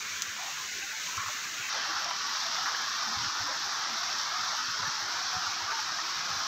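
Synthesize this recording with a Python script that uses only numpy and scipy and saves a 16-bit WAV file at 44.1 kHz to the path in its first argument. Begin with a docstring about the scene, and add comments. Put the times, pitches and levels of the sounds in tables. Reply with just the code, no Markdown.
"""Torrential rain hisses all around in a garden: first beside a flooded ball court, then beside a driveway. The
hiss is noise and random ticks shaped like wet leaves; bubbles ringing in many bands babble in standing water.
Close to the microphone fat drips smack leaves, big bubbles plop, and heavy drops slap and splat on wet ground.
Farther off, bands of noise make a dark roar, short low tones bump dully, puddles glug now and then, and three
ringing modes knock once across the court, with echoes. Both channels are alike."""
import sys
import numpy as np
from scipy import signal
from scipy.fft import rfft, irfft, next_fast_len
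from scipy.io import wavfile

SR = 44100
rng = np.random.default_rng(int(sys.argv[2]) if len(sys.argv) > 2 else 0)


def inscribe(sig):
    """Save sig as 16-bit PCM at rate SR to the path in sys.argv[1].

    A 1-D sig is mono; a 2-D sig holds one channel per row.
    Samples are clipped to [-1, 1] before scaling.
    """
    pcm = np.round(np.clip(np.atleast_2d(sig).T, -1, 1) * 32767)
    wavfile.write(sys.argv[1], SR, pcm.astype(np.int16))


N = 285311   # length in samples
STEP = 100   # samples between ticks
TICKS = np.arange(0, N + STEP, STEP) / SR   # the times in seconds at which slow controls are worked out
HALF_SECOND = SR // 2   # in samples
MOVE_S = 1.695   # the listening place changes from court to driveway

# Far roar of rain on the ground. Each row: frequency in Hz, level in dB per Hz before the trim for each place.
ROAR_SPECTRUM = [(40, -95), (60, -95), (95, -87), (140, -86), (230, -84.5), (350, -85), (480, -88),
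                 (700, -84), (1400, -90.5)]
# Dull bumps underneath, and a few low glugs in the puddles (the rows near 300-420 Hz). # Each row: start in
# seconds, peak level in dB, length in seconds, middle pitch in Hz.
DULL_BUMPS = [(0.079, -54, .1, 90), (0.27, -50, 0.041, 90), (0.731, -55, 0.07, 85),
              (0.746, -47, 0.054, 402), (1.169, -39.5, 0.038, 99), (1.247, -48, 0.064, 106),
              (1.595, -48, 0.028, 115), (1.882, -45, .05, 330), (3.055, -43, 0.12, 230),
              (3.16, -38.5, 0.038, 105), (3.188, -44, 0.066, 110), (3.228, -48, 0.054, 174),
              (3.256, -43.5, 0.036, 90), (3.398, -43, 0.05, 104), (3.434, -48, 0.05, 317),
              (3.888, -45.5, 0.086, 226), (4.674, -47, 0.045, 122), (4.79, -43, 0.031, 162),
              (4.807, -46, 0.058, 109), (4.868, -40, 0.036, 157), (5.348, -40.5, 0.04, 93),
              (5.358, -44, 0.032, 168), (5.46, -50, 0.049, 115), (5.613, -50, 0.053, 95),
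              (6.003, -48, 0.082, 321), (6.277, -46.5, 0.065, 169), (6.28, -50, 0.15, 100.5)]
# The hollow knock across the court: its start, and how hard it sets the modes ringing.
KNOCK_S, KNOCK_DRIVE_DB = 1.1762, -25.5
# Modes of the knocked body. Each row: pitch in Hz, relative level in dB, time to fall by 60 dB in seconds.
HOLLOW_MODES = [(1110, -1, 0.05), (1200, -4, 0.021), (1320, 2, 0.025)]
# Echoes of the knock. Each row: delay in seconds, level in dB relative to the knock.
WALL_ECHOES = [(0.015, -10), (.025, -11), (0.039, -11), (.057, -9), (.083, -10), (.097, -12), (0.106, -10)]

# Big bubbles in puddles. Each row: start in seconds, peak level in dB, middle pitch in Hz, length in seconds.
PUDDLE_PLOPS = [(0.26, -41, 1170, 0.027), (.4, -50, 846, 0.046), (.59, -44.5, 1027, 0.05),
                (.665, -41, 1630, .03), (0.732, -53.5, 1080, 0.17), (0.822, -39, 1580, 0.039),
                (0.822, -46.5, 796, 0.047), (0.924, -47, 884, .06), (1.206, -37, 1110, 0.026),
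                (1.29, -48, 604, 0.037), (1.591, -39, 1457, .035), (1.743, -41, 899, 0.04),
                (1.89, -36.5, 1159, .05), (2.611, -36, 1293, 0.035), (2.82, -39, 1665, .04),
                (3.11, -42, 1034, .04), (3.197, -37, 960, .05), (3.473, -36, 1003, .05),
                (3.54, -40, 1291, 0.044), (4.31, -39, 1679, .04), (4.327, -44, 738, 0.1),
                (4.389, -36, 1240, 0.029), (4.788, -36, 1012, .04), (4.851, -34, 1755, 0.033),
                (5.149, -38, 956, 0.037), (5.33, -38.5, 748, 0.088), (5.409, -38, 1570, 0.038),
                (5.6, -35, 960, 0.034), (5.675, -33, 1180, 0.058), (5.722, -35.5, 914, 0.065),
                (5.788, -33, 877, 0.024), (5.985, -35, 1830, 0.024), (6.403, -35, 1234, 0.035)]
# The heaviest drops on wet ground. Each row: start in seconds, peak level in dB, pitch in Hz,
# time in seconds for the spatter to fall by 60 dB.
GROUND_SLAPS = [(1.232, -33, 1380, .04), (1.96, -28.5, 1340, 0.095), (2.109, -25, 1370, 0.036),
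                (2.349, -29, 1250, 0.035), (2.556, -29, 1750, 0.11), (2.658, -24, 1710, .07),
                (2.663, -24.5, 1260, 0.34), (2.747, -25, 1540, .06), (2.873, -28, 1330, .03),
                (3.754, -30, 1370, .07), (4.493, -30, 1325, .03), (4.828, -25, 1270, 0.071),
                (5.718, -25.5, 1390, .07), (6.202, -28.5, 1130, 0.061)]

# Bubbles in the standing water at each place. Each row: frequency in Hz, level in dB per Hz before the slow fades.
COURT_WATER_SPECTRUM = [(550, -84), (800, -71.5), (1080, -73.5), (1250, -75), (1580, -70.5), (1900, -74.5),
                        (2200, -73), (2900, -77.5), (3400, -80.5)]
DRIVE_WATER_SPECTRUM = [(550, -71.5), (750, -71), (950, -70.5), (1280, -66), (1780, -70.5), (2100, -75.5),
                        (2550, -77), (3400, -77.5)]
# Spells in which the babble reaches deeper (-) or thins out (+).
# Each row: middle in seconds, length in seconds, shift of the babble's lower edge in octaves.
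BABBLE_SPELLS = [(0.453, 0.2, -0.58), (0.75, 0.22, 0.4), (0.93, 0.22, 0.34), (1.1, .12, -.12),
                 (1.287, 0.065, -0.32), (1.77, .08, -.25), (1.984, 0.25, -0.26), (2.196, .1, 0.55),
                 (2.93, 0.1, 0.5), (3.527, .12, -0.34), (4.666, 0.29, 0.33), (4.935, 0.15, 0.23),
                 (5.68, .09, -.2), (5.82, .18, .14), (6.41, .14, -.25)]
COURT_BABBLE_DB, DRIVE_BABBLE_DB = 0.0, -0.29   # trim at each place
COURT_EDGE_HZ, DRIVE_EDGE_HZ = 1050, 744   # the babble's lower edge: below this pitch it fades steeply
EDGE_WANDER_OCTAVES, EDGE_WANDER_HZ = 0.053, 7.7   # that edge wanders by chance, about this often a second
# The small, high bubbles are fuller for a while, around this moment.
FIZZ_S, FIZZ_SPREAD_S, FIZZ_DB, FIZZ_ABOVE_HZ = 1.82, 0.32, 2.5, 1600

# Fat drips close by. Each row: start in seconds, peak level in dB before flicker and hollows.
CLOSE_DRIPS = [(0.0252, -27), (0.2205, -12.5), (0.7841, -25.5), (0.9971, -29), (1.1634, -28), (1.1706, -24),
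               (1.5403, -28), (2.0436, -21.5), (2.5233, -27), (2.5458, -20.5), (3.0562, -25),
               (3.1345, -23.5), (3.1395, -24), (3.9654, -27), (4.1843, -22), (4.1898, -24), (4.4106, -22),
               (4.5496, -22), (4.9096, -27), (6.3546, -26)]
# Colour of the rain on the leaves at each place. Each row: frequency in Hz, relative level in dB per Hz.
COURT_LEAF_SPECTRUM = [(1500, -29.5), (2400, -15.5), (3300, -8.5), (3800, -4.5), (5000, -7.5), (5800, -3),
                       (6700, -4), (7800, -16), (9200, -32), (10200, -29.5), (11400, -33.5), (13000, -21),
                       (15500, -22)]
DRIVE_LEAF_SPECTRUM = [(1500, -39), (2700, -21), (3500, -4.5), (4900, -2), (5600, 0.5), (6400, -7.5),
                       (7500, -21), (8700, -33.5), (9350, -55.5), (10800, -35), (11400, -38.5),
                       (12500, -27.5), (15500, -37)]
COURT_HISS_DB, DRIVE_HISS_DB = -39, -35.5   # middle level at each place
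# Hiss and babble swell a little together, about this often a second.
SWELL_HZ, HISS_SWELL_DB, BABBLE_SWELL_DB = 1, 0.36, 0.15

CUTOFF_HZ = 15600   # top of the recorded range


def from_db(db):
    """Decibels to gain."""
    return 10 ** (np.asarray(db) / 20)


def rms_one(x):
    """Scale to rms 1."""
    return x / np.sqrt(np.mean(x ** 2) + 1e-20)


def at_hz(points, hz):
    """Read a spectrum on a log-frequency axis."""
    table_hz, table_db = np.array(points).T
    return np.interp(np.log(np.maximum(hz, 1)), np.log(table_hz), table_db)


def colour(x, spectrum):
    """Causal (minimum-phase) filter: the spectrum's cepstrum is folded onto positive time."""
    size = 2 * next_fast_len(N // 2 + SR // 10, real=True)
    freqs = np.arange(size // 2 + 1) * SR / size
    cepstrum = irfft(np.log(from_db(at_hz(spectrum, freqs))))
    cepstrum[1:size // 2] *= 2
    cepstrum[size // 2 + 1:] = 0
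    return irfft(rfft(x, size) * np.exp(rfft(cepstrum)))[:N]


def narrow(x, hz, width):
    """A resonance with steep skirts; its power is 1 per Hz of width."""
    edges = [max(hz - width / 2, 10), hz + width / 2]
    band = signal.sosfilt(signal.butter(2, edges, "band", fs=SR, output="sos"), x)
    return np.sqrt(width) * rms_one(band)


def bands(low, high, count):
    """Centres and widths of adjoining bands that widen with pitch."""
    edges = np.linspace(np.sqrt(low), np.sqrt(high), count + 1) ** 2
    return zip((edges[:-1] + edges[1:]) / 2, np.diff(edges))


def drift(rate):
    """Slow chance of rms 1 at every tick, changing about rate times a second: noise through two equal poles."""
    r = np.exp(-2 * np.pi * rate * STEP / SR)
    slow = signal.lfilter([1], [1, -2 * r, r * r], rng.standard_normal(2 * len(TICKS)))
    return rms_one(slow[len(TICKS):])   # the first half lets the filter settle


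def fader(db):
    """A level at every tick becomes a gain at every sample, joined by straight lines."""
    gain = from_db(db)
    ramp = np.arange(STEP) / STEP
    return (gain[:-1, None] + np.diff(gain)[:, None] * ramp).ravel()[:N]


def by_place(moved, court, drive):
    """Blend a setting from its value at the court to its value at the driveway."""
    return (1 - moved) * court + moved * drive


def dying(t60):
    """A decay from 1, half a second long, falling by 60 dB in t60 seconds."""
    return from_db(-60 * np.arange(HALF_SECOND) / (t60 * SR))


def ring(clicks, hz, t60):
    """A unit click sets a damped sine of starting height 1 ringing."""
    r, w = from_db(-60 / (t60 * SR)), 2 * np.pi * hz / SR
    # the tiny offset keeps the filter away from vanishing numbers
    return signal.lfilter([0, np.sin(w)], [1, -2 * r * np.cos(w), r * r], clicks + 1e-18)


def strikes(rows):
    """One click for each (s, dB)."""
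    out = np.zeros(N)
    for s, db in rows:
        out[round(s * SR)] += from_db(db)
    return out


def impacts(per_s, spread_db):
    """Drops land at random; most are small, a few large, with sizes in dB spread exponentially."""
    chance = rng.random(N)
    hit = np.flatnonzero(chance < per_s / SR)
    size = np.minimum(-np.log(chance[hit] * SR / per_s + 1e-12), 5)
    out = np.zeros(N)
    out[hit] = from_db(spread_db * size) * (-1.) ** hit   # odd samples push the other way
    return out


def add(out, s, db, sound):
    """Mix a short sound in at time s with the given peak level."""
    start = round(s * SR)
    out[start:start + len(sound)] += (from_db(db) * sound / np.abs(sound).max())[:N - start]


def roar(level_db, patchy_db, swell_rate):
    """A dark, far roar: bands of noise, each swelling on its own."""
    out = np.zeros(N)
    for hz, width in bands(40, 1400, count=14):
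        band_db = level_db + at_hz(ROAR_SPECTRUM, hz) + patchy_db * drift(swell_rate)
        out += narrow(rng.standard_normal(N), hz, width) * fader(band_db)
    return out


def bumps(rumble_db, above, width_share, peak_share, waver_share):
    """Soft blows and low puddle glugs: a wavering tone swells quickly and dies, with a broad rumble centred
    just above it."""
    out = np.zeros(N)
    samples = np.arange(HALF_SECOND)
    for s, db, length, hz in DULL_BUMPS:
        age = np.interp(samples / SR / length, [0, peak_share, 1], [0, 1, 2])   # 1 at the peak, 2 at the end
        waver = np.interp(samples / STEP, np.arange(len(TICKS)), drift(30))
        pitch = hz * (1 + waver_share * waver)
        tone = np.sin(2 * np.pi * np.cumsum(pitch) / SR)
        rumble = narrow(rng.standard_normal(SR), above * hz, width_share * hz)
        rumble = rms_one(rumble)[HALF_SECOND:]   # once the filter has settled
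        add(out, s, db, np.sin(np.pi * age / 2) * (tone + from_db(rumble_db) * rumble))
    return out


def knock(tail_db, tail_t60):
    """A hollow body's modes ring, thrown back by walls and scattered by the trees into a dense tail of noise."""
    echoes = [(KNOCK_S + delay, KNOCK_DRIVE_DB + db) for delay, db in WALL_ECHOES]
    hits = strikes([(KNOCK_S, KNOCK_DRIVE_DB)] + echoes)
    body = sum(from_db(db) * ring(hits, hz, t60) for hz, db, t60 in HOLLOW_MODES)
    tail_fade = signal.fftconvolve(strikes([(KNOCK_S, tail_db)]), dying(tail_t60))[:N]
    tail = tail_fade * rng.standard_normal(N)
    return signal.sosfilt(signal.butter(4, [1000, 1470], "band", fs=SR, output="sos"), body + tail)


def plops(rise_share, glide_share):
    """Heavy drops leave big bubbles in puddles; each swells up and fades, its pitch creeping upwards."""
    out = np.zeros(N)
    for s, db, hz, length in PUDDLE_PLOPS:
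        age = np.arange(round(length * SR)) / (length * SR)
        swell = np.sin(np.pi / 2 * np.interp(age, [0, rise_share, 1], [0, 1, 2]))
        pitch = hz * (1 + glide_share * (age - .5))
        add(out, s, db, swell * np.sin(2 * np.pi * np.cumsum(pitch) / SR))
    return out


def slaps(spatter_db, width_share):
    """A heavy drop lands with a hollow pop, then its spatter falls back around it as dying noise."""
    out = np.zeros(N)
    for s, db, hz, t60 in GROUND_SLAPS:
        splash = from_db(spatter_db) * dying(t60) * rng.standard_normal(HALF_SECOND)
        splash[0] = 1   # the landing itself
        add(out, s, db, narrow(splash, hz, width_share * hz))
    return out


def splats(moved, per_s, spread_db, court_db, drive_db):
    """Heavy drops at random slap the wet ground with a short, hollow pop."""
    pop_band = signal.butter(2, [1080, 1520], "band", fs=SR, output="sos")
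    pops = signal.sosfilt(pop_band, impacts(per_s, spread_db))
    return rms_one(pops) * fader(by_place(moved, court_db, drive_db))


def babble_edge(moved):
    """Lower edge of the babble in Hz: its place's pitch, a slight wander and a rounded arch for each spell."""
    octaves = EDGE_WANDER_OCTAVES * drift(EDGE_WANDER_HZ)
    for middle, length, shift in BABBLE_SPELLS:
        from_middle = 2 * (TICKS - middle) / length
        octaves = octaves + shift * np.sqrt(np.maximum(1 - from_middle ** 2, 0))
    return by_place(moved, COURT_EDGE_HZ, DRIVE_EDGE_HZ) * 2 ** octaves


def bubbles(moved, swell_db, per_s, spread_db, patchy_db, flurry_rate, edge_db_per_octave, ragged_octaves):
    """Drops trap bubbles of many sizes; each size rings in its own band and comes in flurries."""
    edge_hz = babble_edge(moved)
    fizz_db = FIZZ_DB * np.exp(-((TICKS - FIZZ_S) / FIZZ_SPREAD_S) ** 2)
    out = np.zeros(N)
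    for hz, width in bands(520, 3400, count=40):
        place_db = by_place(moved, at_hz(COURT_WATER_SPECTRUM, hz), at_hz(DRIVE_WATER_SPECTRUM, hz))
        place_db = place_db + fizz_db * (hz > FIZZ_ABOVE_HZ)
        # below the edge the babble fades steeply; a ragged drift lets low patches through now and then
        above_edge = np.log2(hz / edge_hz) + ragged_octaves * drift(flurry_rate)
        fade_db = edge_db_per_octave * np.minimum(above_edge, 0)
        # lulls go deeper than flurries rise
        flurry_db = patchy_db * np.minimum(drift(flurry_rate), 1)
        rings = narrow(impacts(per_s, spread_db), hz, width)
        out += rings * fader(place_db + swell_db + fade_db + flurry_db)
    return out


def drips(spectrum, leaf_db, leaf_hz, leaf_t60, spray_db, spray_t60):
    """Each fat drip smacks a leaf, which rings very briefly at its own pitch; then its spray falls back."""
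    tick = colour(strikes([(0.0007, 0)]), spectrum)[:SR // 20]
    seconds = np.arange(HALF_SECOND) / SR
    out = np.zeros(N)
    for s, db in CLOSE_DRIPS:
        hz = leaf_hz * 2 ** rng.uniform(-.2, .2)
        leaf = from_db(leaf_db) * dying(leaf_t60) * np.cos(2 * np.pi * hz * seconds)
        spray = from_db(spray_db) * dying(spray_t60) * rng.standard_normal(HALF_SECOND)
        smack = leaf + spray
        smack[0] = 1   # the first touch
        add(out, s, db, signal.fftconvolve(smack, tick))
    return out


def leaves(spectrum, per_s, spread_db, far_db, flutter_db):
    """Near drops tick on the leaves over the smooth noise of far ones, all coloured by the foliage."""
    patter = rms_one(impacts(per_s, spread_db)) + from_db(far_db) * rng.standard_normal(N)
    return rms_one(colour(patter, spectrum)) * fader(flutter_db * drift(5.2))


def flicker(x, above_hz, depth_db, rate):
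    """The top treble flickers: its level alone follows a quick drift."""
    top = signal.sosfiltfilt(signal.butter(4, above_hz, "high", fs=SR, output="sos"), x)
    return x + top * (fader(depth_db * drift(rate)) - 1)


def hollows(x, depth_db, rate, rise_limit):
    """Between babble and hiss the rain is thin: narrow ranges of pitch dip briefly, each on its own."""
    size = next_fast_len(N + SR // 10, real=True)
    freqs = np.arange(size // 2 + 1) * SR / size
    whole, out = rfft(x, size), x.copy()
    for hz, width in bands(1950, 3650, count=9):
        triangle = np.maximum(1 - np.abs(freqs - hz) / width, 0)
        band = irfft(whole * triangle, size)[:N]
        gain = rms_one(fader(depth_db * np.minimum(drift(rate), rise_limit)))
        out += band * (gain - 1)
    return out


def scene():
    """Leaves, standing water and far roar, with drips, plops, slaps, bumps and the knock on top."""
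    moved = np.interp(TICKS, [MOVE_S - .01, MOVE_S + .01], [0, 1])   # 0 at the court, 1 at the driveway
    swell = drift(SWELL_HZ)
    hiss_db = by_place(moved, COURT_HISS_DB, DRIVE_HISS_DB) + HISS_SWELL_DB * swell
    babble_db = by_place(moved, COURT_BABBLE_DB, DRIVE_BABBLE_DB) + BABBLE_SWELL_DB * swell

    far = roar(-2.5 + 2.26 * moved, patchy_db=3.5, swell_rate=8.2)
    blows = bumps(rumble_db=-9, above=1.2, width_share=1.2, peak_share=0.39, waver_share=0.077)
    blows += knock(tail_db=-22, tail_t60=0.82)
    drops = plops(rise_share=0.19, glide_share=0.022) + slaps(spatter_db=-12, width_share=0.55)

    water = splats(moved, per_s=170, spread_db=0.9, court_db=-63.0, drive_db=-46.5)
    water += bubbles(moved, babble_db, per_s=700, spread_db=0.55, patchy_db=3.5, flurry_rate=6.9,
                     edge_db_per_octave=106, ragged_octaves=0.16)

    court = fader(hiss_db) * leaves(COURT_LEAF_SPECTRUM, per_s=6400, spread_db=2.0, far_db=0.0, flutter_db=0.65)
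    court += drips(COURT_LEAF_SPECTRUM, leaf_db=-17, leaf_hz=6330, leaf_t60=.003, spray_db=-21, spray_t60=0.05)
    drive = fader(hiss_db) * leaves(DRIVE_LEAF_SPECTRUM, per_s=4200, spread_db=3.0, far_db=2.5, flutter_db=0.42)
    drive += drips(DRIVE_LEAF_SPECTRUM, leaf_db=-18, leaf_hz=5300, leaf_t60=.004, spray_db=-20, spray_t60=0.05)
    drive = flicker(drive, above_hz=11400, depth_db=2.5, rate=45)
    foliage = np.where(np.arange(N) < MOVE_S * SR, court, drive)

    rain = hollows(foliage + water, depth_db=3.0, rate=6.1, rise_limit=0.27)
    return np.tile(rain + drops + far + blows, (2, 1))   # both channels alike


def record(dry):
    """The top is cut steeply by an elliptic low-pass."""
    return signal.sosfilt(signal.ellip(10, .1, 70, CUTOFF_HZ, fs=SR, output="sos"), dry)


dry = scene()
out = record(dry)
inscribe(out)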